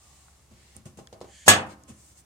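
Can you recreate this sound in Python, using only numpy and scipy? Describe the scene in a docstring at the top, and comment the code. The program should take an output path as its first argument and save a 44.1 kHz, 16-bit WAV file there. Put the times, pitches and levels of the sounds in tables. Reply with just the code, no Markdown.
"""The heavy steel lid of a smoker is swung shut outdoors, over steady open air and a faint low hum.
First a draught of band-passed noise fades under soft scuffs; ticks, dull thuds and hollow knocks follow,
made of noise puffs, short pressure swings and ringing chamber modes. Steel scrapes in resonant noise and
a brief soft noise leads into the slam, an overloading pulse with a brief clang of noise bands and sines.
The rim bounces once, a dull echo dies away, and the lid settles with rattles, thuds, a tick and scuffs."""
import sys
import numpy as np
from scipy import signal
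from scipy.fft import rfft, irfft
from scipy.io import wavfile

SR = 44100
rng = np.random.default_rng(int(sys.argv[2]) if len(sys.argv) > 2 else 0)


def store_wav(level_fs):
    """Save 16-bit WAV to argv[1]."""
    pcm = np.round(np.clip(np.atleast_2d(level_fs), -1, 1) * 32767)
    wavfile.write(sys.argv[1], SR, pcm.T.astype(np.int16))


N = 99621
TIME = np.arange(N) / SR  # seconds
CENTRES = 1000 * 2 ** (np.arange(-15, 13) / 3)  # third-octave centres, Hz

# Crowd of plate and chamber modes in the slam, played as noise.
# Each row: frequency in Hz, third-octave level in dB, hold in seconds, 60 dB decay in seconds.
PLATE_CLANG = [(30, -52, .03, .4), (58.4, -53.5, .03, 0.21), (96, -31, 0.018, .4),
               (140, -42.5, 0.015, 0.55), (215, -27, .03, 0.2), (378.7, -30.5, 0.023, 0.33),
               (550, -28.5, 0.026, .44), (1096.5, -22.5, 0.015, 0.4), (2000, -25, 0.032, 0.32),
               (3200, -19, 0.034, 0.2), (4800, -21.5, 0.015, .19), (7650, -14, .008, 0.19),
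               (10500, -15.5, .003, 0.12), (14600, -32, .001, .16)]
# Outstanding modes of the lid. Each row: frequency in Hz, level in dB before the common lift,
# 60 dB decay in seconds, left minus right in dB.
LID_MODES = [(98, -28, 0.45, 0), (206, -27, 0.44, 1), (312, -28, 0.43, -1), (524, -24, 0.41, 2),
             (624, -29, 0.39, -3), (791, -29, 0.37, -6), (869, -30, 0.36, 6), (1134, -23, 0.32, -5),
             (1690, -9, 0.2, -5), (1997, -19, 0.2, 4), (2263, -26, 0.2, 8), (2550, -25, 0.2, 8),
             (2705, -17, 0.2, -8), (3159, -27, 0.2, -8), (3459, -20, 0.2, 6), (3846, -21, 0.19, -1),
             (4501, -33, 0.18, 5), (5471, -24, 0.17, -2), (6611, -13, 0.15, -1), (7391, -23, 0.15, 3),
             (7759, -16, 0.14, -8), (7885, -17, 0.14, 8), (8827, -24, 0.13, 8), (10458, -20, 0.12, 1),
             (12058, -22, 0.11, 8)]
# Colour of the soft noise leading into the slam. 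Each row: frequency in Hz, third-octave level in dB.
LEAD_IN_COLOUR = [(60, -50), (250, -43.5), (600, -42.5), (1500, -47.5), (4000, -42.5), (7000, -30.5),
                  (10000, -40), (15000, -55)]
# Left-right likeness of the struck steel. Each row: frequency in Hz, correlation from -1 to 1.
STEEL_LIKENESS = [(60, .85), (240, .88), (480, .6), (950, .25), (1900, -.1), (3800, -.1), (7500, 0),
                  (15000, 0)]
# Hollow knocks of the moving lid. Each row: start in seconds, level in dB, pitch in Hz,
# grit trim in dB, tail trim in dB.
LID_KNOCKS = [(0.988, -30, 427, -2, 1.5), (1.1271, -28.5, 427, 2.5, 2), (1.2129, -21.5, 475, -2, -3),
              (1.243, -28, 380, -8, -10.5)]
# Chamber's answer to a knock. Each row: frequency in Hz, third-octave level in dB before trims.
KNOCK_TAIL_COLOUR = [(60, -41), (110, -33), (220, -35), (380, -29), (600, -26.5), (1000, -31.5),
                     (1600, -45), (4000, -54)]
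# Grit of a knock. Each row: frequency in Hz, third-octave level in dB before trims.
KNOCK_GRIT_COLOUR = [(500, -72), (1500, -44), (4000, -30.5), (7500, -30), (11000, -47), (15000, -59)]
# Dull bumps. Each row: start in seconds, level in dB, rise in seconds, 60 dB decay of the body in seconds,
# grit trim in dB.
DULL_THUDS = [(.503, -52, 0.014, 0.26, -20), (0.747, -50, .02, 0.33, -8.5), (0.8543, -44, 0.0028, 0.29, -4),
              (0.971, -48.5, 0.0025, 0.26, -2), (1.661, -42.5, 0.0075, 0.047, -15.5),
              (1.873, -53.5, 0.0213, 0.23, 5.5), (1.897, -48, 0.00567, 0.12, -28)]
# Body of a thud. Each row: frequency in Hz, third-octave level in dB before trims.
THUD_COLOUR = [(40, -61), (75, -9), (110, -4.5), (160, -13), (215, -3), (310, -21), (500, -25.5),
               (1000, -20.5), (2000, -36.5)]
# Grit of a thud. Each row: frequency in Hz, third-octave level in dB before trims.
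THUD_GRIT_COLOUR = [(500, -17.5), (1300, -24.5), (2700, -11), (4500, -18.5), (7500, -2), (10000, -16.5),
                    (15000, -24)]
# Small sharp contacts. Each row: start in seconds, level in dB, lowest frequency in Hz,
# highest frequency in Hz, 60 dB decay of the fizz in seconds, left minus right in dB.
SHARP_TICKS = [(.283, -49.5, 700, 1560, .025, 1), (0.7656, -37.5, 7000, 10600, 0.0089, -12),
               (1.0722, -39.5, 4800, 8350, 0.0045, 6), (1.0732, -47, 3200, 3600, 0.0086, -4),
               (1.0732, -44, 1560, 1990, 0.011, 2), (1.206, -48.5, 1000, 7900, 0.01, 7),
               (1.8365, -41, 5900, 8380, 0.0085, 2)]
# Soft rubbing strokes. Each row: start in seconds, length in seconds, rise in seconds, fall in seconds,
# treble level in dB, middle level in dB.
SCUFF_STROKES = [(-.1, 0.68, 0.14, 0.42, -61, -71.5), (0.488, 0.34, 0.12, 0.08, -66.5, -69.5),
                 (1.683, 0.072, 0.022, .03, -60.5, -64), (1.928, 0.24, 0.076, 0.053, -58.5, -77.5),
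                 (2.146, 0.086, 0.036, 0.039, -55, -74.5)]
# Treble resonance of a scuff. Each row: frequency in Hz, third-octave level in dB before the stroke's level.
SCUFF_TREBLE_COLOUR = [(2500, -34.5), (4500, -20.5), (6000, -10.5), (7300, 7.5), (9000, -11.5),
                       (11000, -21.5), (15000, -13)]
# Middle resonance of a scuff. Each row: frequency in Hz, third-octave level in dB before the stroke's level.
SCUFF_MIDDLE_COLOUR = [(300, -13), (1000, -9), (1400, -14.5), (2000, -0.5), (3300, -2.5), (4600, 2.5),
                       (7000, -12.5), (15000, -30)]
# Rattles of the settling lid. Each row: start in seconds, level in dB, lowest frequency in Hz,
# highest frequency in Hz, 60 dB decay in seconds.
RATTLES = [(1.602, -35, 177, 222, 0.17), (1.625, -39, 730, 1060, 0.17), (1.697, -54.5, 288, 330, 0.99),
           (1.897, -44.5, 84, 140, 0.17)]
# Broad resonances of the scraping steel. 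Each row: frequency in Hz, width in Hz, relative level in dB.
SCRAPE_RESONANCES = [(1790, 240, -3), (2230, 400, -6), (3150, 450, -2), (4500, 800, -4), (6950, 1100, 3),
                     (8700, 1600, -4)]
# Hollow air modes stirred by bumps. Each row: frequency in Hz, relative level in dB, 60 dB decay in seconds.
CHAMBER_MODES = [(135, -15, .25), (206, -3, .38), (355, -9, .35), (525, -14, .35), (620, -15, .3),
                 (1130, -21, .35)]
# Dull echo from the surroundings. Each row: frequency in Hz, relative third-octave level in dB.
ECHO_COLOUR = [(60, -16.5), (120, -3), (250, -4), (500, -7.5), (950, -1.5), (2000, -12), (4000, -21.5),
               (10000, -39)]
# The fire's draught. Each row: lowest frequency in Hz, highest frequency in Hz, level in dB.
DRAUGHT_BANDS = [(705, 900, -72.5), (1083, 1216, -72)]
# Open air. Each row: frequency in Hz, third-octave level in dB.
AIR_COLOUR = [(30, -91), (50, -77), (72, -70.5), (100, -69.5), (140, -68), (200, -76.5), (400, -78),
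              (1000, -75.5), (2000, -78), (4000, -77.5), (7000, -72), (10000, -74.5), (15000, -82)]
# Left-right likeness of the air and handling noises. Each row: frequency in Hz, correlation from -1 to 1.
OPEN_AIR_LIKENESS = [(60, 0.98), (300, .8), (1000, 0.17), (3000, .1), (10000, 0.076)]

SLAM_S = 1.4797
PULSE_HZ, PULSE_T60_S, PULSE_DB = 680, 0.0028, 14
RIGHT_LAG_S = 0.00015  # the right ear hears the pulse and lid modes late
CLANG_DELAY_S, CLANG_ATTACK_S, MODES_LIFT_DB = 0.0011, 0.0006, 2
LEAD_IN_S, LEAD_IN_RISE_S = 0.021, 0.014
BOUNCE_DELAY_S, BOUNCE_DB, BOUNCE_HZ, CLASH_DB, CLASH_T60_S = 0.022, -4, 1000, -15.5, 0.02
ECHO_DB, ECHO_T60_S = -47, 0.9
SCRAPE_START_S, SCRAPE_RISE_S, SCRAPE_DB, SCRAPE_PAN_DB = 1.228, 0.13, -59, -1
KNOCK_T60_S, KNOCK_TAIL_T60_S, KNOCK_GRIT_T60_S = 0.012, 0.35, 0.085
THUD_GRIT_T60_S = 0.19
CHAMBER_KNOCK_DB, CHAMBER_THUD_DB = -28.5, -1  # chamber trim under each kind of bump
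TICK_FIZZ = 0.8  # gain of the fizz beside a snap of height 1
DRAUGHT_END_S, DRAUGHT_FADE_S = 0.47, 0.19
HUM_HZ, HUM_DB, HUM_WAVER = 69, -63, 0.1
PEAK_SCATTER_DB, PEAK_SPACING_HZ = 4.5, 38  # uneven strength of crowded modes
LOW_CUT_HZ, TOP_STOP_HZ = 68, 16500


def slam(steel):
    """After a soft lead-in, one pressure pulse seats the lid; plate and chamber modes ring at their own decays."""
    lead_in_shape = envelope(SLAM_S - LEAD_IN_S, LEAD_IN_RISE_S, 0.009, hold=LEAD_IN_S - LEAD_IN_RISE_S)
    lead_in = coloured(steel, LEAD_IN_COLOUR) * lead_in_shape
    pulse = np.array([push(SLAM_S + lag, PULSE_HZ, PULSE_T60_S) for lag in (0, RIGHT_LAG_S)])
    out = lead_in + from_db(PULSE_DB) * pulse
    start = SLAM_S + CLANG_DELAY_S
    for hz, noise in zip(CENTRES, steel):
        level, hold, t60 = [at_hz(PLATE_CLANG, hz, axis=column) for column in (1, 2, 3)]
        out += noise * from_db(level) * envelope(start, CLANG_ATTACK_S, t60, hold=hold)
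    for hz, db, t60, pan_db in LID_MODES:
        # Each mode enters at a random moment within the attack.
        arrivals = start + rng.random() * CLANG_ATTACK_S + np.array([0, RIGHT_LAG_S])
        tone = np.array([ring(arrival, hz, t60) for arrival in arrivals])
        out += from_db(db + MODES_LIFT_DB) * pan(pan_db) * tone
    return out


def bounce():
    """The rim lands a second time: a pressure thump and a bright clash of noise."""
    start = SLAM_S + BOUNCE_DELAY_S
    thump = push(start, BOUNCE_HZ, PULSE_T60_S)
    clash = rms_one(band(rng.standard_normal((2, N)), 3300, 9000))
    clash = clash * envelope(start, CLANG_ATTACK_S, CLASH_T60_S)
    return from_db(BOUNCE_DB) * thump + from_db(CLASH_DB) * clash


def settling(handling):
    """The lid shudders in its seat as decaying noise bands while the surroundings echo."""
    echo = coloured(handling, ECHO_COLOUR) * envelope(SLAM_S + 0.0067, 0.034, ECHO_T60_S)
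    out = from_db(ECHO_DB) * echo
    for start, db, low, high, t60 in RATTLES:
        rattle = rms_one(band(rng.standard_normal(N), low, high))
        out += from_db(db) * rattle * envelope(start, 0.0083, t60)
    return out


def scrape():
    """Steel slides on steel: noise in broad resonances, swelling and stopping when the lid seats."""
    colour = 0
    for hz, width, db in SCRAPE_RESONANCES:
        mid, side = band(rng.standard_normal((2, N)), hz * 0.75, hz * 1.3)
        rub = mid + side * np.array([[0.5], [-0.5]])
        b, a = signal.iirpeak(hz, hz / width, fs=SR)
        colour = colour + from_db(db) * rms_one(signal.lfilter(b, a, rub))
    swell = np.clip((TIME - SCRAPE_START_S) / SCRAPE_RISE_S, 0, 1) * (TIME < SLAM_S)
    return from_db(SCRAPE_DB) * pan(SCRAPE_PAN_DB) * colour * swell


def knocks(handling):
    """Each knock is a few cycles of the lid, a puff of grit, ringing chamber modes and a hollow tail."""
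    tail_noise = coloured(handling, KNOCK_TAIL_COLOUR)
    grit_noise = coloured(handling, KNOCK_GRIT_COLOUR)
    out = 0
    for start, db, hz, grit_db, tail_db in LID_KNOCKS:
        hit = push(start, hz, KNOCK_T60_S)
        hollow = from_db(CHAMBER_KNOCK_DB) * chamber(start)
        tail = from_db(tail_db) * tail_noise * envelope(start, 0.002, KNOCK_TAIL_T60_S)
        grit = from_db(grit_db) * grit_noise * envelope(start, 0.00025, KNOCK_GRIT_T60_S)
        out = out + from_db(db) * (hit + hollow + tail + grit)
    return out


def thuds(handling):
    """Soft, low bumps of noise stir the chamber modes and carry a gritty edge."""
    body_noise = coloured(handling, THUD_COLOUR)
    grit_noise = coloured(handling, THUD_GRIT_COLOUR)
    out = 0
    for start, db, rise, t60, grit_db in DULL_THUDS:
        body = body_noise * envelope(start, rise, t60)
        hollow = from_db(CHAMBER_THUD_DB) * chamber(start + rise / 2)
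        grit = from_db(grit_db) * grit_noise * envelope(start, rise, THUD_GRIT_T60_S)
        out = out + from_db(db) * (body + hollow + grit)
    return out


def chamber(start):
    """The air in the chamber rings after a bump, each mode up to 4 ms late."""
    return sum(from_db(db) * ring(start + rng.random() * 0.004, hz, t60) for hz, db, t60 in CHAMBER_MODES)


def ticks():
    """Tiny hard contacts: a band-passed impulse snaps and a short burst of noise fizzes."""
    out = 0
    for start, db, low, high, t60, pan_db in SHARP_TICKS:
        impulse = (np.arange(N) == int(start * SR)).astype(float)
        snap = band(impulse, low, high)
        snap = snap / np.abs(snap).max()
        fizz = rms_one(band(rng.standard_normal((2, N)), low, high)) * envelope(start, 0.00011, t60)
        out = out + from_db(db) * pan(pan_db) * (snap + TICK_FIZZ * fizz)
    return out


def scuffs(handling):
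    """Light rubbing swells and fades as noise in two resonant regions."""
    treble = coloured(handling, SCUFF_TREBLE_COLOUR)
    middle = coloured(handling, SCUFF_MIDDLE_COLOUR)
    out = 0
    for start, length, rise, fall, treble_db, middle_db in SCUFF_STROKES:
        swell, fade = (TIME - start) / rise, (start + length - TIME) / fall
        stroke = np.clip(np.minimum(swell, fade), 0, 1)
        out = out + stroke * (from_db(treble_db) * treble + from_db(middle_db) * middle)
    return out


def draught():
    """Air drawn through the open fire chamber, as noise bands fading out as the lid comes over."""
    flow = 0
    for low, high, db in DRAUGHT_BANDS:
        flow = flow + from_db(db) * rms_one(band(rng.standard_normal(N), low, high))
    return flow * np.clip((DRAUGHT_END_S - TIME) / DRAUGHT_FADE_S, 0, 1)


def outdoors():
    """Open air as coloured noise, with a faint hum made to waver by narrow noise around its pitch."""
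    air = coloured(noise_bands(OPEN_AIR_LIKENESS), AIR_COLOUR)
    waver = rms_one(band(rng.standard_normal(N), HUM_HZ - 5, HUM_HZ + 5))
    hum = np.sqrt(2) * np.sin(2 * np.pi * HUM_HZ * TIME) + HUM_WAVER * waver
    return air + from_db(HUM_DB) * hum


def push(start, hz, t60):
    """A short pressure swing of about height 1: the slope of a ring eased in, so it moves no net air."""
    eased = ring(start, hz, t60) * np.clip((TIME - start) * hz * 2, 0, 1)
    return np.gradient(eased) * SR / (2 * np.pi * hz)


def ring(start, hz, t60):
    """A struck mode: a decaying sine of height 1."""
    age = np.maximum(TIME - start, 0)
    return np.sin(2 * np.pi * hz * age) * from_db(-60 * np.minimum(age / t60, 4))


def envelope(start, rise, t60, hold=0):
    """Linear rise, hold, exponential decay."""
    age = TIME - start
    return np.clip(age / rise, 0, 1) * from_db(-60 * np.clip((age - rise - hold) / t60, 0, 4))


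def peaky_noise(scatter_db):
    """Noise gathered into narrow resonances of random strength, as two stereo pairs."""
    bins = np.arange(N // 2 + 1) * SR / N
    steps = np.arange(0, SR / 2, PEAK_SPACING_HZ)
    strengths = np.clip(rng.standard_normal(len(steps)), -2, 2)
    peaks = from_db(scatter_db * np.interp(bins, steps, strengths))
    return irfft(rfft(rng.standard_normal((2, 2, N))) * peaks, N)


def noise_bands(likeness, scatter_db=0):
    """Third-octave bands of stereo noise, rms 1 each: bands x channels x N."""
    noise, edge, out = peaky_noise(scatter_db), 2 ** (1 / 6), []
    for k, hz in enumerate(CENTRES):
        # Neighbouring bands use different noise.
        mid, side = band(noise[k % 2], hz / edge, hz * edge)
        alike = np.clip(at_hz(likeness, hz), -1, 1)
        stereo = np.sqrt(1 + alike) * mid + np.sqrt(1 - alike) * side * [[1], [-1]]
        out.append(rms_one(stereo))
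    return np.array(out)


def coloured(bands, spectrum):
    """Mix noise bands to a spectrum."""
    return np.tensordot(from_db(at_hz(spectrum, CENTRES)), bands, 1)


def at_hz(table, hz, axis=1):
    """Read a column of a table on a log-frequency axis."""
    table = np.array(table)
    return np.interp(np.log(hz), np.log(table[:, 0]), table[:, axis])


def band(x, low_hz, high_hz):
    """Butterworth band-pass."""
    edges = [low_hz, min(high_hz, SR / 2 - 1)]
    return signal.sosfilt(signal.butter(2, edges, "band", fs=SR, output="sos"), x)


def pan(db):
    """Left and right gains for a left-minus-right level difference."""
    return from_db(np.array([[db], [-db]]) / 2)


def rms_one(x):
    """Scale to rms 1."""
    return x / np.sqrt(np.mean(x ** 2) + 1e-20)


def from_db(db):
    """Decibels to gain."""
    return 10 ** (np.asarray(db) / 20)


def scene():
    """The lid, thinned in the bass, and its small noises over the background."""
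    steel = noise_bands(STEEL_LIKENESS, PEAK_SCATTER_DB)
    handling = noise_bands(OPEN_AIR_LIKENESS, PEAK_SCATTER_DB)
    lid = slam(steel) + bounce() + settling(handling) + scrape() + knocks(handling) + thuds(handling)
    lid = signal.sosfilt(signal.butter(2, LOW_CUT_HZ, "high", fs=SR, output="sos"), lid)
    return lid + ticks() + scuffs(handling) + draught() + outdoors()


def record(dry):
    """Overload flattens the slam's peaks by soft clipping, and a steep low-pass cuts the top."""
    clipped = dry / (1 + dry ** 8) ** (1 / 8)
    top_cut = signal.cheby2(16, 60, TOP_STOP_HZ, fs=SR, output="sos")
    return signal.sosfilt(top_cut, 0.95 * clipped)


dry = scene()
out = record(dry)
store_wav(out)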